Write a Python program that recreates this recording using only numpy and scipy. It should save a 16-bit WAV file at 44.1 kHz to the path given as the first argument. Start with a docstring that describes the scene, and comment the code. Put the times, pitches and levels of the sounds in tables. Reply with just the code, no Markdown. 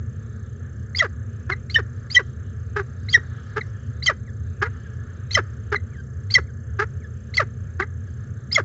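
"""A wooden nest box hums from the start: noise shaped like air modes, a rush of wind and far traffic,
preamp hiss, and a faint camera tone gated once per picture. From about 1 s a falcon chups: gliding sines
form a thin rising whistle and a ladder of falling notes, then a pulse train rings a throaty croak.
Croaks also come alone as clucks, some ending in a yelp. From about 4 s a chick adds faint falling peeps.
Short decaying noise echoes the birds between the planks; peaks are rounded and the top is cut."""
import sys
import numpy as np
from scipy import signal
from scipy.fft import rfft, irfft, next_fast_len
from scipy.io import wavfile

SR = 44100
rng = np.random.default_rng(int(sys.argv[2]) if len(sys.argv) > 2 else 0)


def digitize_waveform(pressure):
    """Quantize a signal to 16-bit integers and store it at the path in sys.argv[1].

    Rows of a 2-D input are taken as channels; values are limited to [-1, 1].
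    """
    field = np.atleast_2d(pressure).T
    bounded = np.clip(field, -1, 1)
    quanta = np.round(bounded * 32767).astype(np.int16)
    wavfile.write(sys.argv[1], SR, quanta)


N = 381024


def amp(db):
    """Decibel law: level in dB to amplitude gain."""
    return 10 ** (np.asarray(db) / 20)


def rms_one(x):
    """Power normalisation: scale to rms 1."""
    return x / np.sqrt(np.mean(x ** 2) + 1e-20)


def coloured(spectrum):
    """Spectral shaping: white noise weighted in the frequency domain, at rms 1."""
    size = next_fast_len(N)
    hz, db = np.transpose(spectrum)
    bins_hz = np.arange(1, size // 2 + 2) * SR / size
    gain = amp(np.interp(np.log(bins_hz), np.log(hz), db, left=-200, right=-200))
    return rms_one(irfft(rfft(rng.standard_normal(size)) * gain, size)[:N])


def drift(rate):
    """Low-pass random process: noise through two equal poles at the rate in Hz, at rms 1."""
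    r = np.exp(-2 * np.pi * rate / SR)
    wander = signal.lfilter([1], [1, -2 * r, r * r], rng.standard_normal(N + SR))
    return rms_one(wander[SR:])      # the first second lets the filter settle


def resonance(x, hz, width):
    """Damped resonator: two poles, with gain 1 on top."""
    r = np.exp(-np.pi * width / SR)
    poles = [1, -2 * r * np.cos(2 * np.pi * hz / SR), r * r]
    return signal.lfilter([(1 - r * r) / 2, 0, (r * r - 1) / 2], poles, x)


# Low onset: rise and fall, first and last pitch
ONSET_MS, ONSET_HZ, ONSET_OCTAVE_DB = (2.7, 3.7), (1890, 2120), -14.5
WHISTLE_FROM_HZ, WHISTLE_OVERLAP_MS = 3650, 3      # the whistle runs on into the ladder
# Side whistle, peaking at the break; pitches and the top rung's pitch are ratios to the whistle's top
SIDE_MS, SIDE_RATIOS = (14, 7), (1.28, 1.35)
TOP_RUNG_MS, TOP_RUNG_RATIO = (3.1, 5.5), 0.93
# Middle rung: rise as a share of the ladder, run past the ladder's end, last over first pitch
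MIDDLE_LAG_MS, MIDDLE_RISE_SHARE, MIDDLE_TAIL_MS, MIDDLE_SAG = 3.5, 0.4, 8, .94
PIP_LAG_SHARE, PIP_MS, PIP_HZ = 0.58, (11, 8.6), (5240, 5420)      # lag as a share of the ladder
MAIN_OCTAVE_DB, LEAD_OCTAVE_DB = -20, -7
# Chups of the falcon. Each row: start in seconds, whistle, ladder and main note lengths in ms, whistle top,
# middle rung, main note first and last pitch in Hz, peak position of whistle and main note as shares of
# their length [0-1], nominal levels in dB of low onset, whistle, side whistle, top rung, middle rung, pip,
# lead-in and main note, and octave partial of the middle rung in dB.
CHUP_NOTES = [(0.948, 35.1, 12.4, 22, 4980, 3360, 2070, 1864, 0.62, 0.59, -19.5, -25.5, -48.5, -22, -16, -26.5, -36, -8.5, -12),
              (1.697, 42.9, 17.5, 26, 4770, 3080, 1837, 1767, 0.1, 0.2, -32, -33.5, -59, -27.5, -14.5, -43, -41.5, -5.5, -32),
              (2.1, 42.7, 18, 26, 5044, 3230, 1959, 1935, 0.22, 0.4, -34, -28.5, -36.5, -24, -11.5, -28, -26.5, -4, -12),
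              (3.085, 41.2, 12.4, 29.6, 4900, 3350, 2024, 1768, 0.18, 0.47, -29, -29, -37.5, -21, -15, -26.5, -38, -3, -20.5),
              (4.023, 35.9, 16, 17.3, 4850, 3195, 2077, 1926, 0.23, 0.65, -29.5, -30, -35, -11, -16, -29, -22, -7.5, -7.5),
              (5.307, 34.34, 10, 13, 4500, 3295, 2086, 1944, 0.19, 0.38, -32.5, -22.5, -33.5, -23, -14.5, -17, -38.5, -7.5, -3),
              (6.301, 37.62, 12, 25, 4765, 3295, 2073, 1908, 0.26, 0.23, -33, -23, -41, -5, -17, -17, -27.5, -5, -6.5),
              (7.338, 30, 7.3, 15.8, 4730, 3420, 2180, 1934, 0.19, 0.64, -29.5, -27, -42.5, -9.5, -27.5, -35.5, -40.5, -8.5, -24),
              (8.513, 30.6, 13, 16.7, 5110, 3413, 2190, 1920, 0.52, 0.39, -31, -18, -63, -11.5, -16, -25, -40, -9.5, -4.5)]


def chup_parts():
    """Two-voiced syrinx: pure whistles and notes with overtones, in the same layout in every chup."""
    pure, voiced = [], []
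    for (s, whistle, ladder, main, top_hz, middle_hz, first_hz, last_hz, whistle_peak, main_peak,
         onset_db, whistle_db, side_db, top_db, middle_db, pip_db, lead_db, main_db,
         octave_db) in CHUP_NOTES:
        rungs = s + whistle / 1000      # the break from whistle to ladder
        lagged = rungs + MIDDLE_LAG_MS / 1000
        long = whistle + WHISTLE_OVERLAP_MS
        rise = MIDDLE_RISE_SHARE * ladder
        fall = ladder - rise - MIDDLE_LAG_MS + MIDDLE_TAIL_MS
        rung_hz = TOP_RUNG_RATIO * top_hz
        pure += [
            (s, whistle_peak * long, (1 - whistle_peak) * long, WHISTLE_FROM_HZ, top_hz, whistle_db),
            (rungs - SIDE_MS[0] / 1000, *SIDE_MS, *np.multiply(SIDE_RATIOS, top_hz), side_db),
            (rungs, *TOP_RUNG_MS, rung_hz, rung_hz, top_db),
            (rungs + PIP_LAG_SHARE * ladder / 1000, *PIP_MS, *PIP_HZ, pip_db)]
        voiced += [
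            (s, *ONSET_MS, *ONSET_HZ, onset_db, ONSET_OCTAVE_DB),
            (lagged, rise, fall, middle_hz, MIDDLE_SAG * middle_hz, middle_db, octave_db),
            (lagged, ladder / 2, ladder / 2 - MIDDLE_LAG_MS, first_hz, first_hz, lead_db, LEAD_OCTAVE_DB),
            (rungs + ladder / 1000, main_peak * main, (1 - main_peak) * main,
             first_hz, last_hz, main_db, MAIN_OCTAVE_DB)]
    return pure, voiced


YELP_HZ, YELP_RISE_SHARE = (2177, 1920), 0.73      # first and last pitch; rise as a share of the length
# Yelps that end a cluck. Each row: start in seconds, length in ms, nominal level in dB,
# octave partial in dB.
YELP_NOTES = [(1.511, 29, -20, -14.5), (3.608, 12, -23, -13.5), (4.654, 15, -30.5, -26),
              (5.751, 18, -17, -14.5), (7.818, 13, -19.5, -22.5)]


def yelp_parts():
    """Harmonic voicing: each yelp is a falling note with overtones."""
    return [(s, YELP_RISE_SHARE * ms, (1 - YELP_RISE_SHARE) * ms, *YELP_HZ, db, octave_db)
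            for s, ms, db, octave_db in YELP_NOTES]


def note(row, wobble):
    """Frequency modulation: phase is the running sum of a pitch whose rises level off and falls steepen."""
    s, rise, fall, first_hz, last_hz = row[:5]
    up, down = (max(int(ms * SR / 1000), 20) for ms in (rise, fall))
    at = slice(int(s * SR), int(s * SR) + up + down)
    attack = np.sin(np.linspace(0, np.pi / 2, up)) ** 1.1
    decay = np.cos(np.linspace(0, np.pi / 2, down)) ** .9
    u = np.linspace(0, 1, up + down)
    glide = 1 - (1 - u) ** 3 if last_hz > first_hz else u ** 1.15
    hz = first_hz + (last_hz - first_hz) * glide
    phase = 2 * np.pi * np.cumsum(hz * (1 + 0.013 * wobble[at])) / SR
    return at, np.r_[attack, decay], phase


BREATH_DB = -25     # mean level of the air noise for unit effort
# Spectrum of the escaping air. Each row: frequency in Hz, relative density in dB per Hz.
BREATH_SPECTRUM = [(600, -14.5), (1200, -3), (4500, 0.5), (7000, -5.5), (8000, 7)]


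def whistles():
    """Syrinx oscillation: gliding tones, with turbulent air noise escaping in step."""
    out, effort = np.zeros(N), np.zeros(N)
    wobble, flutter = drift(190), amp(0.98 * drift(100))
    waver = amp(3.5 * drift(70))      # thin tones break up
    pure, voiced = chup_parts()
    for row in pure:
        at, shape, phase = note(row, wobble)
        # thin tones swell and fade more sharply
        out[at] += amp(row[5]) * shape ** 1.8 * waver[at] * np.sin(phase)
        effort[at] += amp(row[5] * 0.72) * shape     # breath grows more slowly than the tone
    for row in voiced + yelp_parts():
        at, shape, phase = note(row, wobble)
        db, octave_db = row[5:]
        # the third partial grows with loudness; overtones need the full effort
        overtones = amp(octave_db) * (np.sin(2 * phase) + amp(db) * np.sin(3 * phase))
        out[at] += amp(db) * shape * (np.sin(phase) + shape * overtones)
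        effort[at] += amp(db * .55) * shape * (row[3] / 3300) ** 5    # slack low notes leak little air
    breath = amp(BREATH_DB + 3 * drift(120)) * effort * coloured(BREATH_SPECTRUM)
    return flutter * out + breath


CROAK_ATTACK_MS, CROAK_RELEASE_MS = 11, 18      # up to the first swell, down from the second
# Start and end relative to their swell; dip relative to the mean of both swells
CROAK_EDGE_DB, CROAK_DIP_DB = (-16.5, -16.5), -6.5
HOOT_LINGERS_DB = 6      # the fundamental gains on the pulses from start to end


def croak_shape(s, ms, first_hz, last_hz, first_db, second_db, low_db):
    """Breath envelope: attack, swell, dip, swell, release as times, levels, pulse rates, fundamental."""
    second = max(ms - CROAK_RELEASE_MS, CROAK_ATTACK_MS + 2)
    at = np.array([0, CROAK_ATTACK_MS, (CROAK_ATTACK_MS + second) / 2, second, ms])
    dip_db = (first_db + second_db) / 2 + CROAK_DIP_DB
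    db = [first_db + CROAK_EDGE_DB[0], first_db, dip_db, second_db, second_db + CROAK_EDGE_DB[1]]
    rate = first_hz + (last_hz - first_hz) * at / ms
    return s + at / 1000, db, rate, low_db + HOOT_LINGERS_DB * (at / ms - .5)


# Spread of the pulse period and noise share, both at full roughness, which shrinks towards the clear rate
JITTER, RASP, CLEAR_HZ = .08, .55, 640
BEAK_FADE_S = 0.1      # time constant of the croak's treble decay
# Croaks, falling in rate after a chup, nearer level as a cluck on their own. Each row: start in seconds,
# length in ms, first and last mean pulse rate in Hz, first and second swell in dB, and fundamental
# in dB above that level at mid-croak.
CROAK_EVENTS = [(1.015, 52.9, 731, 326.4, -17, -23.5, -4), (1.491, 57.6, 345.2, 430, -21.5, -32, -7),
                (1.778, 32.9, 593, 319.5, -26, -24.5, -1), (2.185, 34.4, 614, 312.5, -24, -26, -1.5),
                (2.758, 64.5, 426, 384.4, -20.5, -26.5, -1), (3.166, 22.24, 549, 317, -31, -35, 1.5),
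                (3.56, 37.2, 413, 440, -21, -21, -2), (4.089, 40.3, 716, 314, -15, -26, -4.5),
                (4.615, 72.8, 377, 516, -15.5, -32, -6.5), (5.366, 40.6, 721, 277, -13, -19, -4),
                (5.717, 48, 419, 408, -16, -24.5, -3), (6.374, 28.06, 652, 293, -23, -22.5, -3),
                (6.788, 58.8, 386.7, 454, -16, -21.5, -5), (7.393, 45.7, 704, 319, -13.5, -23.5, -4),
                (7.792, 59.2, 346.3, 438, -19, -30.5, -5), (8.573, 40.5, 734, 282, -14, -21.5, -3)]
# Resonances of the throat, rung by pulses. Each row: centre in Hz, width in Hz, relative gain in dB.
THROAT_MODES = [(1327, 685, 0), (1630, 481, 2.5)]
# Resonances of the open beak, filled by air noise. Each row: centre in Hz, width in Hz,
# level before the treble fade in dB relative to the throat.
BEAK_MODES = [(2620, 840, -18.5), (4080, 2000, -21), (5000, 170, -30), (7100, 700, -37)]


def croaks():
    """Source-filter principle: pulses ring the throat, rougher as they slow, over a soft fundamental."""
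    out = np.zeros(N)
    for row in CROAK_EVENTS:
        s, db, rate, low_db = croak_shape(*row)
        start = int(s[0] * SR)
        t = np.arange(start, min(int(s[-1] * SR), N)) / SR
        hz, level = np.interp(t, s, rate), amp(np.interp(t, s, db))
        rough = np.clip((CLEAR_HZ - hz) / 250, .3, 1)
        # period and strength offsets, each held for 64 samples
        uneven = np.repeat(rng.standard_normal((200, 2)), 64, axis=0)[:len(t)]
        air = rng.standard_normal((6, 12800))[:, :len(t)]
        cycles = np.cumsum(hz * (1 + JITTER * rough * uneven[:, 0])) / SR
        openings = np.diff(np.floor(cycles), prepend=-1) > 0
        pulses = openings * amp(4 * rough * uneven[:, 1])
        puffs = air * np.exp(-1.5 * (cycles % 1))      # noise bursts at each opening
        source = rms_one(pulses) + RASP * rough * puffs[-1]
        # neighbouring modes add with opposite sign
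        throat = rms_one(sum((-1) ** k * amp(d) * resonance(source, f, w)
                             for k, (f, w, d) in enumerate(THROAT_MODES)))
        beak = sum(amp(d) * rms_one(resonance(puff, f, w))
                   for puff, (f, w, d) in zip(puffs, BEAK_MODES))
        # the treble needs effort and dies first
        bright = (level / level.max()) ** 0.3 * np.exp((t[0] - t) / BEAK_FADE_S)
        hoot = np.sqrt(2) * amp(np.interp(t, s, low_db)) * np.sin(2 * np.pi * np.cumsum(hz) / SR)
        edges = np.clip(np.minimum(t - t[0], t[-1] - t) / 0.0019, 0, 1)
        out[start:start + len(t)] += level * edges * (throat + bright * beak + hoot)
    return out


# When the pitch drops and how gradually, as shares of the length
PEEP_DROP_SHARE, PEEP_DROP_WIDTH = .42, .2
# Faint falling peeps of the chick. Each row: start in seconds, length in seconds,
# upper and lower limit of the pitch drop in Hz, level before the waver in dB.
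PEEP_NOTES = [(4.244, 0.081, 2400, 1630, -50), (4.821, 0.068, 2300, 1580, -48.5),
              (5.899, 0.12, 2450, 1560, -46), (6.452, 0.068, 2550, 1510, -51),
              (6.995, 0.081, 2480, 1650, -47), (8.04, 0.061, 2350, 1610, -52)]


def peeps():
    """Harmonic synthesis: thin falling tones with two overtones, loudest towards the end."""
    out = np.zeros(N)
    waver = amp(4.5 * drift(45))
    for s, length, high_hz, low_hz, db in PEEP_NOTES:
        u = np.linspace(0, 1, int(length * SR))
        at = slice(int(s * SR), int(s * SR) + len(u))
        drop = (1 + np.tanh((u - PEEP_DROP_SHARE) / PEEP_DROP_WIDTH)) / 2
        phase = 2 * np.pi * np.cumsum(high_hz + (low_hz - high_hz) * drop) / SR
        tone = np.sin(phase) + amp(-21) * np.sin(2 * phase) + amp(-27.5) * np.sin(3 * phase)
        out[at] += amp(db) * np.sin(np.pi * u ** 2.1) * waver[at] * tone
    return out


BOX_T60_S, BOX_DB = 0.03, -13      # first reflections; level of all echoes
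TAIL_T60_S, TAIL_DB = .15, -18      # a longer decay, relative to the first reflections


def nest_box(x):
    """Diffuse reverberation: dense short reflections between plank walls, with a fainter, longer tail."""
    t = np.arange(int(.3 * SR)) / SR
    decay = amp(-60 * t / BOX_T60_S) + amp(TAIL_DB - 60 * t / TAIL_T60_S)
    echoes = rng.standard_normal(len(t)) * decay * (t > .002)
    return signal.fftconvolve(x, echoes / np.sqrt(np.sum(echoes ** 2)))[:N]


# Bands of the rush that swell on their own, their spread and the corner rate of their drift
PATCH_EDGES_HZ, PATCH_DB, PATCH_RATE_HZ = [2300, 2800, 3400, 4200, 5300, 7500], 3, 4
# Spectrum of the rush outside. Each row: frequency in Hz, relative density in dB per Hz.
RUSH_SPECTRUM = [(410, -42), (700, -14), (988, -18.5), (1240, -3), (1580, -4), (1700, 1.5), (1970, -15.5),
                 (2570, -24), (3010, -22), (5800, -29.5), (7540, -58), (12800, -120)]
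# Slow swells of the rush. Each row: time in seconds, level before the faster drifts in dB.
GUST_LEVELS = [(0, -57), (2.901, -54), (3.352, -49), (4.299, -57.5), (4.898, -52), (6.097, -56.5),
               (8.64, -56)]


def outside():
    """Modulated broadband noise: the rush of wind and traffic, its treble in narrow patches."""
    rush = coloured(RUSH_SPECTRUM)
    bands = []
    for edge in zip(PATCH_EDGES_HZ, PATCH_EDGES_HZ[1:]):
        band_pass = signal.butter(2, edge, "band", fs=SR, output="sos")
        bands.append(signal.sosfiltfilt(band_pass, rush))
    treble = sum(amp(PATCH_DB * drift(PATCH_RATE_HZ)) * band for band in bands)
    gusts = amp(np.interp(np.arange(N) / SR, *np.transpose(GUST_LEVELS)))
    return gusts * (amp(1.3 * drift(7.2)) * (rush - sum(bands)) + treble)


# Spectrum of the box's air modes. Each row: frequency in Hz, relative density in dB per Hz.
DRONE_SPECTRUM = [(15, -69), (25, -45), (59, -16), (80, -0.5), (97, -0.5), (135, -7), (157, -22),
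                  (236, -17), (283, -34.5), (401, -29), (436, -27.5), (700, -45.5), (910, -76),
                  (1540, -120)]


def box_drone():
    """Modal colouring: steady noise, shaped as wind and far traffic droning in the box's air modes."""
    return amp(-31) * coloured(DRONE_SPECTRUM)


# Spectrum of the preamp hiss. Each row: frequency in Hz, relative density in dB per Hz.
HISS_SPECTRUM = [(4500, -30), (6000, -12), (6300, -16), (7300, -4), (7800, 7)]


def preamp_hiss():
    """Electronic noise: steady random hiss of the preamp."""
    return amp(-65.5) * coloured(HISS_SPECTRUM)


PICTURES_PER_S = 29.964
WHINE_START, WHINE_DUTY = .77, .35      # shares of the picture period
# Tones leaking from the camera electronics. Each row: frequency in Hz, peak level in dB.
WHINE_TONES = [(6355, -58.5), (6710, -70), (7310, -67.5)]


def camera_whine():
    """Periodic gating: the same short tone burst, phase restarted, in every picture period."""
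    since = (np.arange(N) / SR * PICTURES_PER_S - WHINE_START) % 1
    gate = np.clip(np.minimum(since, WHINE_DUTY - since) / .05, 0, 1)
    return gate * sum(amp(db) * np.sin(2 * np.pi * hz * since / PICTURES_PER_S) for hz, db in WHINE_TONES)


def scene():
    """Superposition: birds and their echoes over rush, drone, hiss and whine."""
    birds = whistles() + croaks() + peeps()
    echoes = amp(BOX_DB) * nest_box(birds)
    background = outside() + box_drone() + preamp_hiss() + camera_whine()
    return (birds + echoes + background)[None]


OVERLOAD, STOPBAND_HZ = .95, 8190      # limiting amplitude; edge where the cut reaches 60 dB


def record(dry):
    """Soft saturation and low-pass filtering: the loudest peaks are rounded and the top is cut steeply."""
    rounded = dry / (1 + np.abs(dry / OVERLOAD) ** 6) ** (1 / 6)
    return signal.sosfilt(signal.cheby2(14, 60, STOPBAND_HZ, fs=SR, output="sos"), rounded)


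dry = scene()
out = record(dry)
digitize_waveform(out)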